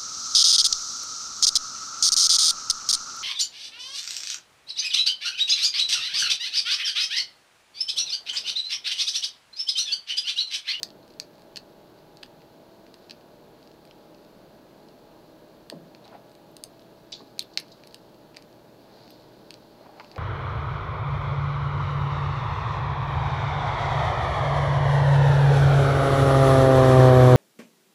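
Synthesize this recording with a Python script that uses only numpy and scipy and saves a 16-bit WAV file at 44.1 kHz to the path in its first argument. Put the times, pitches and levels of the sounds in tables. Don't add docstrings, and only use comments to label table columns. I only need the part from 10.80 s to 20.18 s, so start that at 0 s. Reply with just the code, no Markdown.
import sys
import numpy as np
from scipy import signal
from scipy.fft import rfft, irfft, next_fast_len
from scipy.io import wavfile
from scipy.ndimage import map_coordinates

SR = 44100
rng = np.random.default_rng(int(sys.argv[2]) if len(sys.argv) > 2 else 0)


def invert_db(level):
    return 10 ** (np.asarray(level, dtype=float) / 20)


def put_to_file(sound):
    columns = np.atleast_2d(sound).T
    safe = np.clip(columns, -1, 1)
    whole_steps = np.round(safe * 32767)
    wavfile.write(sys.argv[1], SR, whole_steps.astype(np.int16))


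N = 413658


def unit(x):
    return x / np.sqrt(np.mean(x ** 2) + 1e-20)


def peak(x):
    return x / np.max(np.abs(x))


def along(points, hz):
    f, v = np.transpose(points)
    return np.interp(np.log(hz + 1), np.log(f + 1), v)


def wobble(rate_hz):
    knots = rng.standard_normal(int(N * rate_hz / SR) + 4)
    return map_coordinates(knots, [np.arange(N) * rate_hz / SR])


def filtered(x, response):
    size = next_fast_len(len(x) + 2048)
    return irfft(rfft(x, size) * response(np.fft.rfftfreq(size, 1 / SR)), size)[:len(x)]


def shaped_noise(spectrum):
    return unit(filtered(rng.standard_normal(N), lambda hz: invert_db(along(spectrum, hz))))


def resonances(modes):
    def response(f):
        total = 0
        for k, (hz, width_hz, db) in enumerate(modes):
            damping = 1j * f * width_hz
            total = total + (-1) ** k * invert_db(db) * damping / (hz * hz - f * f + damping)
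        return total
    return response


def steep(modes):
    return lambda f: resonances(modes)(f) ** 2


def swells(moves):
    t = np.arange(N) / SR
    return sum(np.interp(t, [s - rise, s, s + fade], [0, invert_db(db), 0]) for s, rise, fade, db in moves)


def add(track, start_s, sound):
    part = track[round(start_s * SR):][:len(sound)]
    part += sound[:len(part)]


# pitch_hz [Hz], t60_s [s]
ROOM_DECAY = [(300, 0.48), (2500, 0.14), (4600, 0.12), (12000, 0.12)]
# pitch_hz [Hz], level_db [dB]
WALL_COLOUR = [(1000, -2.5), (5000, 1.5), (8000, -4), (14000, 0.5)]


def echo(sound, wet_db):
    lumps = invert_db(2.4 * rng.standard_normal(SR // 256 + 1)).repeat(64)[:SR // 4]
    hz, t, cells = signal.stft(lumps * rng.standard_normal(SR // 4), SR, nperseg=128)
    decay_db = along(WALL_COLOUR, hz)[:, None] - 60 * t / along(ROOM_DECAY, hz)[:, None]
    tail = signal.istft(cells * invert_db(decay_db), SR, nperseg=128)[1]
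    first_walls_s = 0.0065
    tail *= 0.63 + 0.38 * np.clip(np.arange(len(tail)) / SR / first_walls_s, 0, 1) ** 6
    wet = invert_db(wet_db) * signal.fftconvolve(sound, tail / np.linalg.norm(tail))
    add(wet, 0, sound)
    return wet


# pitch_hz [Hz], level_db [dB per Hz]
FAN_RUSH = [(12, -40.5), (20, -11), (90, -15), (150, -6), (346, -3.5), (376, -4), (409, -4.5), (549, -6.5),
            (585, -6.5), (784, -12), (835, -11), (1030, -15), (3000, -33), (3900, -67), (6600, -120)]
# pitch_hz [Hz], level_db [dB rms]
FAN_TONES = [(199.2, -71.5), (317.6, -66), (446.8, -75), (597.5, -64.5), (662.1, -68), (829.0, -71),
             (936.7, -74), (1351, -85), (1491, -80), (1593, -83), (1637, -84.5), (1685, -83.5)]


def fan():
    out = invert_db(-53.5 + 0.7 * wobble(0.6)) * shaped_noise(FAN_RUSH)
    t = np.arange(N) / SR
    for hz, db in FAN_TONES + [(158, -70.0), (347, -70)]:
        level = invert_db(db + 5 + 2.3 * wobble(3.033))
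        out += level * np.sin(2 * np.pi * hz * t + (1.23 + hz / 1500) * wobble(9))
    return out


def transformer():
    t = np.arange(N) / SR
    load_on_s, load_off_s, rise_s = 4.84, 9.1, 0.52
    load = np.clip(np.minimum(t - load_on_s, load_off_s + rise_s - t) / rise_s, 0, 1)
    idle_db, loaded_db = -70, -63.5
    level = invert_db(idle_db + (loaded_db - idle_db) * load + 1.5 * wobble(1.346))
    return level * np.sin(2 * np.pi * 119.5 * t + 0.8 * wobble(4.9))


# pitch_hz [Hz], level_db [dB per Hz]
HISS_COLOUR = [(1470, -26), (2500, -7), (2940, -6.5), (3900, -4.5), (4250, -2.5), (5310, -11.5),
               (6490, -13), (8960, -20), (11700, -13.5), (15700, -16)]


def hiss():
    return invert_db(-65.0) * shaped_noise(HISS_COLOUR)


# pitch_hz [Hz], width_hz [Hz], level_db [dB]
MIC_PORT = [(4546, 1440, 11.5), (3500, 1800, -3.5), (5650, 3500, -5.5)]
# hardest_s [s], swell_s [s], fade_s [s], level_db [dB]
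KEYWAY_STROKES = [
    (2.06, .2, 0.32, -69),
    (6.97, 0.95, 0.37, -58.5),
    (8.25, 0.3, 0.22, -55.5),
    (9.38, 1.5, .1, -59),
]


def scratch():
    slips = rng.standard_normal(N) * invert_db(2.5 * wobble(300) + 2.3 * wobble(25))
    lock_body = (2700, 2200, 0.67)
    idle = invert_db(-66.5)
    return invert_db(-8) * (idle + swells(KEYWAY_STROKES)) * unit(filtered(slips, steep(MIC_PORT + [lock_body])))


# pitch_hz [Hz], width_hz [Hz], level_db [dB]
PICK_EDGE = [(6200, 770, 7.5), (7550, 1300, 9), (9000, 2550, 8), (12300, 620, -10), (13100, 3100, -3.5)]
# pitch_hz [Hz], width_hz [Hz], level_db [dB]
WRENCH_SHANK = [(1862, 450, 3.5), (990, 160, 0)]
# pitch_hz [Hz], level_db [dB]
CAPSULE_TOP = [(10500, 0), (12800, 5), (14800, 0), (16400, -18)]
# start_s [s], level_db [dB peak], body_db [dB], edge_db [dB], wrench_db [dB]
MOUTH_BLOWS = [(.0306, -11.5, -28, -9, -27.5), (.0877, -43, -18, -28, -24), (.1032, -37, -21, -31, -31),
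               (.7586, -25, -18, -24, -31), (.7681, -25.5, -16, -9, -18.5), (.7722, -24, -19, -26, -22),
               (1.4289, -39, -0.5, -20, -14), (1.432, -30, -8.5, -10, -12.5), (2.1409, -36, -16, -10, -22),
               (2.296, -32.5, -16, -37, -24), (2.3082, -27, -15.5, -32, -24), (2.3174, -37, -17, -27, -33),
               (4.8988, -25.5, -13, -6, -15.5), (5.7663, -32.5, -22, 0, -26),
               (5.8371, -24.5, -25, 3.5, -46), (3.1099, -44.5, -5, -26, -24), (6.6235, -39, -13, -13, -23),
               (6.7898, -26, -20, -20, -27), (7.1434, -29.5, -15.5, -5, -24.5),
               (8.7057, -29.5, -11.5, -7, -26)]
# start_s [s], level_db [dB peak], body_db [dB], edge_db [dB], wrench_db [dB]
PLUG_BLOWS = [(.3986, -15.5, -26.5, -14, -34), (1.3702, -37.5, -23, -9, -32), (5.1478, -39, -12, -27, -22),
              (6.5922, -12.5, -26.5, -5.5, -38), (6.7737, -7.5, -18, -40, -30),
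              (6.7984, -27, -25, -15, -28), (7.0723, -36, -22, -15, -29), (7.5638, -38, -16, -12, -23),
              (7.5682, -28, -13.5, -14, -27), (8.74, -32, -19, -17, -34), (9.1975, -40, -2.5, -38, -30),
              (9.207, -50, 1, -35, -30), (9.3142, -36.5, -16, -33, -27), (9.3596, -37, -10.5, -42, -20)]
# start_s [s], level_db [dB peak]
TIP_TAPS = [(.2874, -53), (.3017, -48), (.3052, -47), (.3214, -52), (.3371, -48), (.5541, -49), (.58, -52),
            (1.46, -45), (2.8277, -46), (2.8734, -42), (2.9148, -46), (3.3458, -45.5), (3.3835, -51),
            (4.0856, -46.5), (5.278, -40.5), (5.9938, -44), (6.0205, -51), (6.8818, -44.5), (7.1086, -46),
            (7.3437, -49), (7.727, -49), (8.304, -40), (8.4214, -50)]
# start_s [s], level_db [dB peak]
EDGE_GRAZES = [(.278, -46), (.5944, -51), (.6195, -45.5), (3.0513, -44.5), (3.4476, -50), (5.253, -45),
               (5.4944, -51), (5.5158, -47), (5.551, -44), (7.125, -49), (7.623, -41)]
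# start_s [s], level_db [dB peak]
PLUG_NUDGES = [(.5314, -59), (1.1875, -52), (1.6062, -51), (1.6182, -48), (2.0655, -47), (2.4094, -51),
               (3.074, -50), (6.5805, -45), (6.998, -54), (7.0357, -40), (7.5445, -43.5), (8.2776, -46),
               (8.5204, -61), (9.2449, -41.5)]


def tick(level_db, body_db, edge_db, wrench_db, body_hz):
    t = np.arange(SR // 60) / SR - 0.001
    envelope = np.where(t < 0, 0.04 * np.exp(t / 0.00076), 0.079 * np.exp(-t / 0.0017))
    burst = rng.standard_normal(len(t)) * envelope
    burst[np.argmax(t >= 0)] = 1
    gripped_hz = body_hz * (1 + 0.022 * rng.standard_normal())
    sound = peak(filtered(burst, steep(MIC_PORT)))
    sound += invert_db(edge_db - 1.5) * peak(filtered(burst, steep(PICK_EDGE)))
    sound -= invert_db(body_db + 9) * peak(filtered(burst, steep([(gripped_hz, 1020, 0)])))
    sound -= invert_db(wrench_db + 6) * peak(filtered(burst, steep(WRENCH_SHANK)))
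    return echo(invert_db(level_db) * sound, wet_db=-11.5)


def ticks():
    out = np.zeros(N)
    mouth_hz, deep_hz = 2780, 2420
    kinds = [  # blows, then (body, edge, wrench) dB where all of a kind share them
        (MOUTH_BLOWS, (), mouth_hz),
        (PLUG_BLOWS, (), deep_hz),
        (TIP_TAPS, (-16.5, -21, -27), mouth_hz),
        (EDGE_GRAZES, (-15.5, -6.5, -24), deep_hz),
        (PLUG_NUDGES, (-9, -23, -24), deep_hz),
    ]
    for blows, shared_db, body_hz in kinds:
        for start_s, *levels_db in blows:
            add(out, start_s, tick(*levels_db, *shared_db, body_hz))
    return filtered(out, lambda hz: invert_db(along(CAPSULE_TOP, hz)))


# start_s [s], level_db [dB peak], pitch_hz [Hz], t60_s [s]
PIN_SLIDES = [(.040, -46, 3880, 0.033), (.056, -55, 4500, .05), (5.241, -49, 3900, 0.11),
              (6.3202, -30, 4700, 0.035), (6.32, -41, 2570, 0.11), (6.324, -24, 4000, .02),
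              (6.333, -28.5, 3780, 0.039), (6.341, -38, 4100, 0.28), (6.601, -29, 3600, 0.035),
              (6.015, -53, 3500, 0.11), (6.735, -46, 4300, 0.022), (6.917, -42, 4270, 0.04),
              (7.045, -51, 4300, 0.018), (8.1, -60, 4200, .3), (8.33, -50, 4200, 0.25),
              (.228, -51, 4100, .03), (7.549, -50, 2500, 0.044)]


def slides():
    out, t = np.zeros(N), np.arange(SR // 4) / SR
    for start_s, db, hz, t60 in PIN_SLIDES:
        ragged_db = 4 * rng.standard_normal(len(t) // 90 + 1).repeat(90)[:len(t)]
        slips = rng.standard_normal(len(t)) * invert_db(ragged_db)
        run = slips * invert_db(-60 * t / t60) * (1 - np.exp(-t / 0.001))
        steel = steep([(hz, 1000, 0), (1.76 * hz, 2500, -13)])
        add(out, start_s, echo(invert_db(db) * peak(filtered(run, steel)), wet_db=-8.0))
    return out


# start_s [s], level_db [dB peak], then the strength of each pin mode [dB]
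PIN_PINGS = [
    (0.3344, -63, -13, -16, -16),
    (1.44, -52, -10, -25, -25),
    (3.0515, -50, -13, -22, -13),
    (5.7149, -51, -24, -21, -10),
    (5.8534, -50, -19, -13, -10),
    (6.0044, -57, -17, -14, -9),
    (6.6248, -31, -30, -25, -19),
    (6.7985, -23, -30, -20, -22),
    (7.0703, -38.5, -24, -16, -18),
    (8.305, -34, -25, -28, -16),
]
# pitch_hz [Hz], t60_s [s]
PIN_RINGING = [(8500, 0.047), (10300, 0.039), (12800, 0.044)]


def pins():
    out, t = np.zeros(N), np.arange(SR // 8) / SR
    for start_s, db, *strengths_db in PIN_PINGS:
        ring = np.zeros(len(t))
        for (hz, t60), mode_db in zip(PIN_RINGING, strengths_db):
            ring += invert_db(mode_db - 60 * t / t60) * np.sin(2 * np.pi * hz * t)
        add(out, start_s, invert_db(db) * ring * (1 - np.exp(-t / 0.00013)))
    return out


# start_s [s], level_db [dB peak], pitch_hz [Hz]
DESK_KNOCKS = [(4.921, -29, 565), (4.917, -34.5, 304), (4.932, -32.5, 164), (4.956, -39, 176),
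               (5.02, -44, 170), (5.322, -39.5, 790), (5.345, -35.5, 684), (6.399, -40, 427),
               (6.401, -43.5, 1100), (6.41, -44, 258), (6.773, -37.5, 680), (9.005, -40, 603),
               (9.058, -37, 770), (9.089, -41, 729), (9.132, -46, 325), (9.196, -32.5, 990),
               (9.21, -50, 452), (9.361, -30, 527)]


def knocks():
    out, t = np.zeros(N), np.arange(SR // 6) / SR
    for start_s, db, hz in DESK_KNOCKS:
        t60 = 0.037 + 6.7 / hz
        puff = rng.standard_normal(len(t)) * invert_db(-60 * t / t60) * (1 - np.exp(-t / 0.0027))
        desk, slap = (hz, 0.34 * hz, 0), (2.24 * hz, 1.35 * hz, -14)
        thud = peak(filtered(puff, steep([desk, slap])))
        add(out, start_s, echo(invert_db(db - 3) * thud, wet_db=-9))
    return out


# pitch_hz [Hz], level_db [dB per Hz]
CLOTH_COLOUR = [(200, -30), (500, -4), (800, 6), (1200, -8), (2300, -12.5), (4500, -27), (8000, -60)]
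# hardest_s [s], swell_s [s], fade_s [s], level_db [dB]
HAND_SHIFTS = [
    (5.27, 0.077, .05, -54),
    (5.35, 0.065, 0.038, -49),
    (6.41, 0.022, 0.034, -56),
    (8.2, .2, .25, -58.5),
    (9.065, 0.13, .06, -55),
    (9.17, 0.077, 0.16, -53),
    (9.38, 0.083, .05, -47.5),
]


def rustle():
    grains = rng.standard_normal(N) * invert_db(1.6 * wobble(150) + 1.5 * wobble(35))
    rub = unit(filtered(grains, lambda hz: invert_db(along(CLOTH_COLOUR, hz))))
    return rub * swells(HAND_SHIFTS)


def scene():
    steady = fan() + transformer() + hiss() + scratch() + rustle()
    steady = filtered(steady, lambda hz: hz < 15780)
    return (steady + ticks() + slides() + pins() + knocks())[None]


def top_cut(x):
    return signal.sosfilt(signal.butter(12, 16540, fs=SR, output="sos"), x)


def record(dry):
    mix = filtered(dry[0], lambda hz: hz < 16400)[None]
    return top_cut(mix)


dry = scene()
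out = record(dry)
put_to_file(out)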